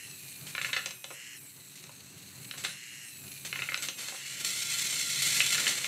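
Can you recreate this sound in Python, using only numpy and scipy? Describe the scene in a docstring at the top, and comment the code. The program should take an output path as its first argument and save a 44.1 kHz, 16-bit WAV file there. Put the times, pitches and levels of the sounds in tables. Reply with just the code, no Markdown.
"""A small geared motor whines, close to one microphone in a quiet room, cranking the wooden stair lift
of a marble machine. Its gears slow down and rumble under load and chatter when they run slack.
Steel balls skid, drop from step to step, bounce and clink, ringing the steps and the frame;
then one rolls down a spiral wire track and rattles into the bottom lane."""
import sys
import numpy as np
from scipy import signal
from scipy.fft import rfft, irfft, next_fast_len
from scipy.io import wavfile
from scipy.ndimage import uniform_filter1d

SR = 44100
rng = np.random.default_rng(int(sys.argv[2]) if len(sys.argv) > 2 else 0)


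def log_audio(samples):
    """Write samples as a 16-bit WAV file to the path given in sys.argv[1]."""
    # one column per channel
    frames = np.atleast_2d(samples).T
    # limit to full scale, then quantise
    limited = np.clip(frames, -1, 1)
    pcm = np.round(limited * 32767).astype(np.int16)
    wavfile.write(sys.argv[1], SR, pcm)


N = 258867
TIME = np.arange(N) / SR


def from_db(db):
    """Decibels to gain."""
    return 10 ** (np.asarray(db) / 20)


def unit_rms(x):
    """Scale to rms 1."""
    return x / np.sqrt(np.mean(x ** 2) + 1e-20)


def drift(per_s):
    """Smooth random wander with a spread near 1."""
    knots = rng.standard_normal(8192)
    return np.interp(TIME * per_s, np.arange(len(knots)), knots)


def each_turn(rows, crank_turn_s=3.03):
    """Read a table that repeats with every turn of the crank."""
    return np.interp(TIME, *np.transpose(rows), period=crank_turn_s)


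def coloured(x, spectrum):
    """Shape a sound with a spectrum that falls away beyond both ends; rms 1."""
    hz, db = np.transpose(spectrum)
    size = next_fast_len(N + 4096)
    bins = np.maximum(np.fft.rfftfreq(size, 1 / SR), 1)
    gain_db = np.interp(np.log(bins), np.log(hz), db)
    gain_db -= 24 * np.maximum(np.log2(hz[0] / bins), 0) + 25 * np.maximum(np.log2(bins / hz[-1]), 0)
    return unit_rms(irfft(rfft(x, size) * from_db(gain_db), size)[:N])


def ring(force, modes, sharpness, wander_db=0.0):
    """Long modes, each f / sharpness wide; they may swell and fade as a ball passes their nodes."""
    out = 0
    for k, (hz, db) in enumerate(modes):
        r = np.exp(-np.pi * hz / sharpness / SR)
        feedback = [1, -2 * r * np.cos(2 * np.pi * hz / SR), r * r]
        push = force * from_db(db + wander_db * drift(14))
        out += (-1) ** k * signal.lfilter(np.array([1, 0, -1]) * (1 - r * r) / 2, feedback, push + 1e-18)
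    return out


# harmonics of the pinion: [multiple of the tooth rate, level/dB]
PINION_TONES = [(2, 0), (3, -2), (4, 3.5), (5, -2), (6, -0.5), (7, 2), (8, -2), (9, -0.5), (10, -3.5),
                (11, -19)]
# the gear housing rings where a mesh tone crosses its resonances: [f/Hz, level/dB]
HOUSING_RESPONSE = [(1500, -74), (2450, -58), (3400, -79), (3900, -62), (4350, -70), (4900, -80),
                    (5550, -63.5), (6200, -60), (7000, -70), (7800, -51), (8400, -56.5), (9100, -63),
                    (10200, -62), (10900, -55), (12300, -62), (15000, -78)]

def whine(turns, speed, teeth=12, waver_db=3.0, rasp=0.95):
    """Mesh tones and weaker ones between; uneven teeth make them buzz, and strain smears them."""
    strain = np.clip((102 - speed) / 10, 0, 1)   # the motor labours below 102 turns per s
    out = 0
    for harmonic, level_db in PINION_TONES:
        mesh = teeth * round(harmonic)
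        slip = (1 + 2.5 * strain) * np.sqrt(harmonic / len(PINION_TONES)) * drift(400)
        tooth_errors = unit_rms(np.diff(rng.standard_normal(11)))
        buzz = 1 + .45 * np.interp(turns, np.arange(10) / 10, tooth_errors, period=1)
        for order, order_db in ((mesh, level_db), (mesh + 6, level_db - 7)):
            housing_db = np.interp(order * speed, *np.transpose(HOUSING_RESPONSE))
            gain = from_db(order_db + housing_db + waver_db * drift(21.96))
            phase = 2 * np.pi * order * turns + slip
            out += gain * (buzz * np.sin(phase) + rasp * drift(180) * np.cos(phase))
    return out


# backlash of the gears: [f/Hz, level/dB]
CHATTER_SPECTRUM = [(1000, -26), (1450, -14), (1800, -3.5), (2500, -4), (2900, -1), (3350, -13),
                    (4300, -59), (5000, -12.5), (8000, -6.5), (9500, -19.5)]
# tones of the free-running gears: [multiple of the motor speed, level/dB against the chatter]
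SLACK_TONES = [(17, -13), (24, -10), (36, -13)]

def chatter(turns, slap, loose_play=1.05):
    """Backlash: the same teeth come round on every motor turn, with some loose play on top."""
    teeth = np.interp(turns % 1 * 360, np.arange(360), rng.standard_normal(360))
    force = slap * (teeth + loose_play * rng.standard_normal(N)) * from_db(1.2 * drift(120))
    tones = sum(from_db(db + 2.5 * drift(15)) * np.sin(2 * np.pi * order * turns + .4 * drift(200))
                for order, db in SLACK_TONES)
    return coloured(force, CHATTER_SPECTRUM) + tones


# hiss of sliding teeth and fine sizzle of dry teeth: [f/Hz, level/dB]
HISS_SPECTRUM = [(1000, -25), (2000, -2.5), (2700, 4), (3400, -5), (4150, 7.5), (5100, -7), (6500, 1),
                 (8100, -2), (9300, -6), (11000, -2.5), (15500, -17)]
SIZZLE_SPECTRUM = [(9800, -21), (11000, 3.5), (12600, -5), (13700, 2.5), (15500, -8)]
# tooth pressure and sizzle through one crank turn: [t/s, level/dB]
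TOOTH_PRESSURE = [(0, -5), (.3, -1), (.82, -1), (.95, -23), (1.2, -8.5), (1.43, -11.5), (1.65, -6.5),
                  (2.3, -3.5), (2.65, -3.5)]
SIZZLE_CYCLE = [(0, -61), (.25, -52), (.6, -54.5), (.95, -55), (1.27, -65), (1.38, -55), (2.1, -64),
                (2.5, -54.5), (2.78, -69)]

def sliding_teeth(slap, hiss_db=-49.0, flutter_db=2.5, grit_db=3.0):
    """Teeth hiss with the pressure on them; their sizzle is lowest where the gears go slack."""
    friction = rng.standard_normal(N) * from_db(flutter_db * drift(150) + grit_db * drift(1200))
    hiss = coloured(friction, HISS_SPECTRUM) * from_db(hiss_db + each_turn(TOOTH_PRESSURE))
    sizzle = coloured(slap * rng.standard_normal(N), SIZZLE_SPECTRUM)
    return hiss + sizzle * from_db(each_turn(SIZZLE_CYCLE))


# motor speed through one crank turn: [t/s, turning rate/Hz]
MOTOR_SPEED = [(0, 117), (.25, 102.5), (.42, 100), (.78, 108.5), (.98, 104.5), (1.09, 107.5), (1.18, 120.5),
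               (1.35, 121), (1.42, 98), (1.6, 83), (2.03, 74), (2.29, 74), (2.56, 106.5), (2.7, 113),
               (2.82, 120.5)]
# balance of the gear sounds at each speed: [turning rate/Hz, whine gain/dB, chatter gain/dB]
GEAR_BALANCE = [(78.4, -5.5, -74), (98, -2.5, -64), (106.5, -1.5, -64), (111.3, 0.5, -56), (114, 2, -50.5),
                (121.3, -10, -47.5)]

def motor(wobble=0.00309):
    """Each stroke of the stairs slows the motor; the gears chatter most when they run fast and slack."""
    speed = each_turn(MOTOR_SPEED)
    turns = np.cumsum(speed * (1 + wobble * drift(45))) / SR
    speeds, *levels = np.transpose(GEAR_BALANCE)
    whine_gain, chatter_gain = [from_db(np.interp(speed, speeds, db)) for db in levels]
    slap = np.exp(.3 * np.cos(2 * np.pi * turns))   # one swell per motor turn
    return chatter_gain * chatter(turns, slap) + sliding_teeth(slap) + whine_gain * whine(turns, speed)


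# rumble of the frame: [f/Hz, level/dB]
RUMBLE_SPECTRUM = [(50, -31), (68, -26.5), (92, -5.5), (112, -8), (137, 3.5), (172, -7), (198, -3),
                   (225, -15), (290, -6.5), (330, -21.5), (375, -8.5), (420, -19), (900, -23), (1600, -20)]
# load on the frame through one crank turn: [t/s, level/dB]
FRAME_LOAD = [(0, -3.5), (.2, 0.5), (.7, 1.5), (.92, -2.5), (1.17, -9), (1.3, -7.5), (1.42, -3),
              (2.12, -0.5), (2.21, 1), (2.5, 2), (2.72, -1.5), (2.85, -9)]

def frame_rumble(level_db=-55.5, deep_hz=115, deep_swing=1.7, throb_db=2.0):
    """The loaded frame rumbles and throbs; its deepest part follows the load most."""
    load_db = each_turn(FRAME_LOAD)
    noise = coloured(rng.standard_normal(N) * from_db(throb_db * drift(24)), RUMBLE_SPECTRUM)
    deep = signal.sosfiltfilt(signal.butter(4, deep_hz, fs=SR, output="sos"), noise)
    return from_db(level_db) * ((noise - deep) * from_db(load_db) + deep * from_db(deep_swing * load_db))


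def ticks(per_s=35, level_db=-57.0, spread_db=0.5, t60_s=0.0083):
    """Crank, pivots and waiting balls give faint ticks at random."""
    sizes = from_db(spread_db * np.minimum(rng.exponential(1, N), 2.5))
    clicks = sizes * (rng.random(N) < per_s / SR)
    envelope = signal.lfilter([1], [1, -from_db(-60 / (t60_s * SR))], clicks + 1e-18)
    return from_db(level_db) * envelope * coloured(rng.standard_normal(N), HISS_SPECTRUM)


# a ball skids or jostles: [t/s, level/dB, share on wood rather than wire 0-1]
BALL_SKIDS = [(0.467, -40, 0.8), (0.614, -40.5, 0.3), (0.647, -41, 0.4), (1.754, -48.5, 0), (2.579, -42, 1),
              (2.637, -35.5, 1), (3.448, -40, 1), (3.822, -34, 0.43), (4.262, -42, 0), (4.396, -40, 1),
              (4.446, -31, 0), (5.22, -26, 0), (5.344, -30, 0), (5.521, -26.5, 0.12), (5.676, -26.5, 0.17)]
# a ball rolls off a step, along the top ramp, down the spiral or into the bottom lane:
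# [t/s, length/s, starting level/dB, swell/(dB per s), 60 dB decay/s, share on wood 0-1]
BALL_ROLLS = [(0.637, 0.21, -52.5, -9, 0.04, 1), (3.544, 0.11, -49.5, -1, 2.5, 1),
              (3.969, 0.12, -42.5, -1, 0.47, 0.8), (4.1, 0.38, -49.5, 21.5, 5, 0.1),
              (4.457, 0.89, -37.5, 6, 2, 0), (4.69, 0.19, -41, 11, 1.5, 0.05),
              (5.247, 0.27, -34.5, 1, 1.8, 0.06), (5.57, 0.21, -35.5, -18, 4, 0.74)]

def roll_power(skid_t60_s=0.28, skid_attack_s=0.0016, roll_attack_s=0.014):
    """Total power and the part on wood: skids just die away, rolls first swell or sink with speed."""
    skids = [(s, 0, db, 0, skid_t60_s, wood, skid_attack_s) for s, db, wood in BALL_SKIDS]
    rolls = [(*row, roll_attack_s) for row in BALL_ROLLS]
    power = on_wood = 0
    for s, length, db, swell, t60, wood, attack in skids + rolls:
        age = TIME - s
        level_db = db + swell * np.clip(age, 0, length) - 60 * np.clip((age - length) / t60, 0, 2)
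        part = (np.clip(age / attack, 0, 1) * from_db(level_db)) ** 2
        power += part
        on_wood += wood * part
    return power, on_wood


def bumps(per_s=6000, spread_db=1.5):
    """Tiny random impacts under a rolling ball; rms 1."""
    sizes = from_db(spread_db * np.minimum(rng.exponential(1, N), 4)) * rng.choice([-1, 1], N)
    return unit_rms(sizes * (rng.random(N) < per_s / SR))


def along_the_rail(force, echo=0.37, echo_s=.0014):
    """Bumps echo from the nearest support; the delay wanders as the ball travels, so resonances slide."""
    delay = echo_s * np.exp(0.292 * drift(5))
    return force + echo * np.interp(TIME - delay, TIME, force)


# rasp of a rolling ball, and the board drumming under it: [f/Hz, level/dB]
RASP_SPECTRUM = [(200, -43), (480, -15), (800, -24.5), (1200, -15.5), (1700, -8), (2050, 1), (2900, -2),
                 (4300, 3), (4900, -3), (7500, 1), (8900, -1), (9800, -6.5), (11800, -6), (13500, -14),
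                 (15500, -18)]
BOARD_SPECTRUM = [(220, -1), (550, -5), (900, -8.5), (1500, -4), (2500, -3)]
# long modes of the wire track and of the wooden frame: [f/Hz, level/dB]
WIRE_MODES = [(1388, -2), (2028, -2.5), (2170, 1.5), (2654, -2), (3071, -1), (3442, 0.5), (4085, 0),
              (4355, 0.5), (5425, -3), (5780, -5.5), (6149, -3.5), (6336, -5), (7300, -1.5), (7530, -3),
              (8450, -3.5)]
FRAME_MODES = [(375, -12), (1385, -2.5), (1728, -14), (1932, -4), (2060, -4.5), (2170, -6), (2300, -1.5),
               (2550, -11), (2660, -8), (3075, 2), (3450, -9.5), (3624, 0), (3760, 0.5), (4380, 3.5),
               (5500, -13), (6200, 2), (7500, 2)]
FRAME_SHARPNESS = 79

def rolling(wire_db=-3.5, frame_db=-3.5, board_db=-9.5, rumble_db=-22.0, judder_db=1.88):
    """Bumps under a skidding or rolling ball rasp, ring the wire or the wood, and build up a rumble."""
    power, on_wood = roll_power()
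    on_wire = np.maximum(power - on_wood, 0)
    judder = unit_rms(from_db(judder_db * drift(170)))
    force = bumps() * judder
    rasp = np.sqrt(power) * coloured(along_the_rail(force), RASP_SPECTRUM)
    wire = from_db(wire_db) * unit_rms(ring(bumps() * judder, WIRE_MODES, sharpness=137, wander_db=2.5))
    board = from_db(board_db) * coloured(force, BOARD_SPECTRUM)
    frame = from_db(frame_db) * unit_rms(ring(bumps() * judder, FRAME_MODES, FRAME_SHARPNESS))
    build_up = uniform_filter1d(np.sqrt(power), int(0.13 * SR))
    rumble = build_up * from_db(rumble_db) * coloured(rng.standard_normal(N), RUMBLE_SPECTRUM)
    return rasp + np.sqrt(on_wire) * wire + np.sqrt(on_wood) * (board + frame) + rumble


# a ball lands or bounces on a step or in the bottom lane:
# [t/s, level/dB, board thud/dB, brightness/(dB per octave), frame shake/dB]
BALL_LANDINGS = [(0.5486, -17, 5, -7, -0.5), (0.5779, -15, 4.5, -7, -1), (0.6128, -16.5, 3, -7, 0),
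                 (0.6447, -12, -4.5, -14, -2), (0.689, -29, 8, -21, 9), (0.729, -14, 2, 0, 4),
                 (0.7629, -13, 5.5, -3.5, 4), (1.0407, -30.5, 18, 9, -2.5), (2.537, -31, 13, -15, 3),
                 (2.647, -17, 8, 3, 2.5), (3.5262, -15.5, 2, -4.5, -4), (3.5567, -18.5, 4, -17, -2),
                 (3.5896, -17, 3, -16, -1), (3.6187, -15, 0, -8.5, 1), (3.6867, -14, 0, -24, -2),
                 (3.718, -18, 6.5, -10, -1), (3.742, -12.5, -3, -1, -9.5), (5.402, -5, -5, -7.5, -1.5),
                 (5.544, -17, -1, -3, 8), (5.577, -19.5, -8, -2, 6), (5.666, -10.5, -11, -5, 2),
                 (5.843, -15, -3, -3.5, -6)]
# a ball clinks against another: [t/s, level/dB]
BALL_CLINKS = [(0.858, -19.5), (0.889, -35), (0.906, -28), (1.838, -33.5), (2.575, -35), (3.774, -24),
               (3.884, -18.5), (4.083, -24)]
# wood taps dully on wood: [t/s, level/dB, frame shake/dB]
WOOD_TAPS = [(1.103, -28.5, 1), (1.1095, -29, -1), (1.892, -34, -5), (4.121, -29.5, 3), (4.144, -31.5, -2),
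             (4.924, -32.5, -3)]
# a ball ticks dryly against the guide wire: [t/s, level/dB]
GUIDE_WIRE_TICKS = [(2.51, -22.5)]
# centres of the board, body, edge and steel bands: [f/Hz]
BAND_CENTRES = [700, 2100, 4100, 7000]
# tone of each kind of blow in those four bands: [level/dB]
LANDING_BANDS = [-32, -12.5, -14.5, -26]
CLINK_BANDS = [-22.5, -16.5, -13.5, -12]
TAP_BANDS = [-14, -17, -24, -25]

def blows(edge_bands_db=(-37, -14.5, -11, -41), edge_shake_db=-9):
    """Every blow on wood or steel as [t/s, level/dB, four band levels/dB, frame shake/dB]."""
    octaves = np.log2(np.array(BAND_CENTRES[1:]) / BAND_CENTRES[1])
    rows = [(s, db, LANDING_BANDS + np.r_[thud_db, brightness * octaves], shake_db)
            for s, db, thud_db, brightness, shake_db in BALL_LANDINGS]
    rows += [(s, db, CLINK_BANDS, 0) for s, db in BALL_CLINKS]
    rows += [(s, db, edge_bands_db, edge_shake_db) for s, db in GUIDE_WIRE_TICKS]
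    return rows + [(s, db, TAP_BANDS, shake_db) for s, db, shake_db in WOOD_TAPS]


# short modes of a wooden step with a ball on it: [f/Hz, level/dB]
STEP_MODES = [(380, -11.5), (540, -2.5), (780, -5), (1080, -3), (1420, 3.5), (1750, 3.5), (2130, 8.5),
              (2560, 9), (2880, 4.5), (3550, -1.5), (4000, 5), (4500, -8.5), (5400, -7), (6300, 0.5),
              (7300, -7), (8500, -8)]

def struck_step(t, spread_s=0.00084, scatter_db=2.0):
    """A step rings briefly; arrival, strength and sign of each mode vary with where the ball lands."""
    hz, db = np.transpose(STEP_MODES)
    t60 = 0.014 * (2000 / hz[:, None]) ** 0.53   # higher modes die sooner
    age = np.maximum(t - spread_s * rng.random((len(hz), 1)), 0)
    modes = np.sin(2 * np.pi * hz[:, None] * age) * from_db(-60 * age / t60)
    strengths = from_db(db + scatter_db * rng.standard_normal(len(hz))) * rng.choice([-1, 1], len(hz))
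    return strengths @ modes


# limits of the board, body, edge and steel bands: [f/Hz]
BAND_LIMITS = [300, 1270, 3100, 5500, 10000]

def knocks(level_db=-3.5, ring_db=3.0, buzz_db=-4.0, buzz_t60_s=0.12, travel_s=0.001176):
    """Each blow sounds the step; the ball buzzes as it settles and the frame rings on."""
    t = TIME[:SR // 5]
    bands = [signal.butter(4, edges, "band", fs=SR, output="sos")
             for edges in zip(BAND_LIMITS, BAND_LIMITS[1:])]
    direct, shaken = np.zeros((2, N + len(t)))
    for s, blow_db, bands_db, shake_db in blows():
        step = struck_step(t)
        parts = [signal.sosfilt(band, step) for band in bands]
        knock = sum(from_db(blow_db + level_db + db) * part / np.std(part[:SR // 200])
                    for db, part in zip(bands_db, parts))   # levels hold for the first 5 ms
        settling = rng.standard_normal(len(t)) * rng.exponential(1, len(t))
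        settling *= from_db(-60 * t / buzz_t60_s) * (t > .002)
        buzz = signal.fftconvolve(knock, settling / np.linalg.norm(settling))[:len(t)]
        start = int((s + travel_s) * SR)
        direct[start:start + len(t)] += knock + buzz * from_db(shake_db + buzz_db)
        shaken[start:start + len(t)] += knock * from_db(shake_db + ring_db)
    return direct[:N] + ring(shaken[:N], FRAME_MODES, FRAME_SHARPNESS)


def room(x, wet_db=-6, t60_s=0.37, delay_s=0.0024):
    """Dense reflections from the table and walls reach the microphone just after the direct sound."""
    t = TIME[:SR // 2]
    tail = rng.standard_normal(len(t)) * from_db(-60 * t / t60_s) * (t > delay_s)
    return x + from_db(wet_db) * signal.fftconvolve(x, tail / np.linalg.norm(tail))[:N]


def scene():
    """The machine from close by, in mono; the room answers only the knocks."""
    return (motor() + frame_rumble() + ticks() + room(knocks()) + rolling())[None]


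def record(dry):
    """The microphone signal is cut steeply above 15.6 kHz."""
    return signal.sosfilt(signal.ellip(12, .1, 85, 15600, fs=SR, output="sos"), dry)


dry = scene()
out = record(dry)
log_audio(out)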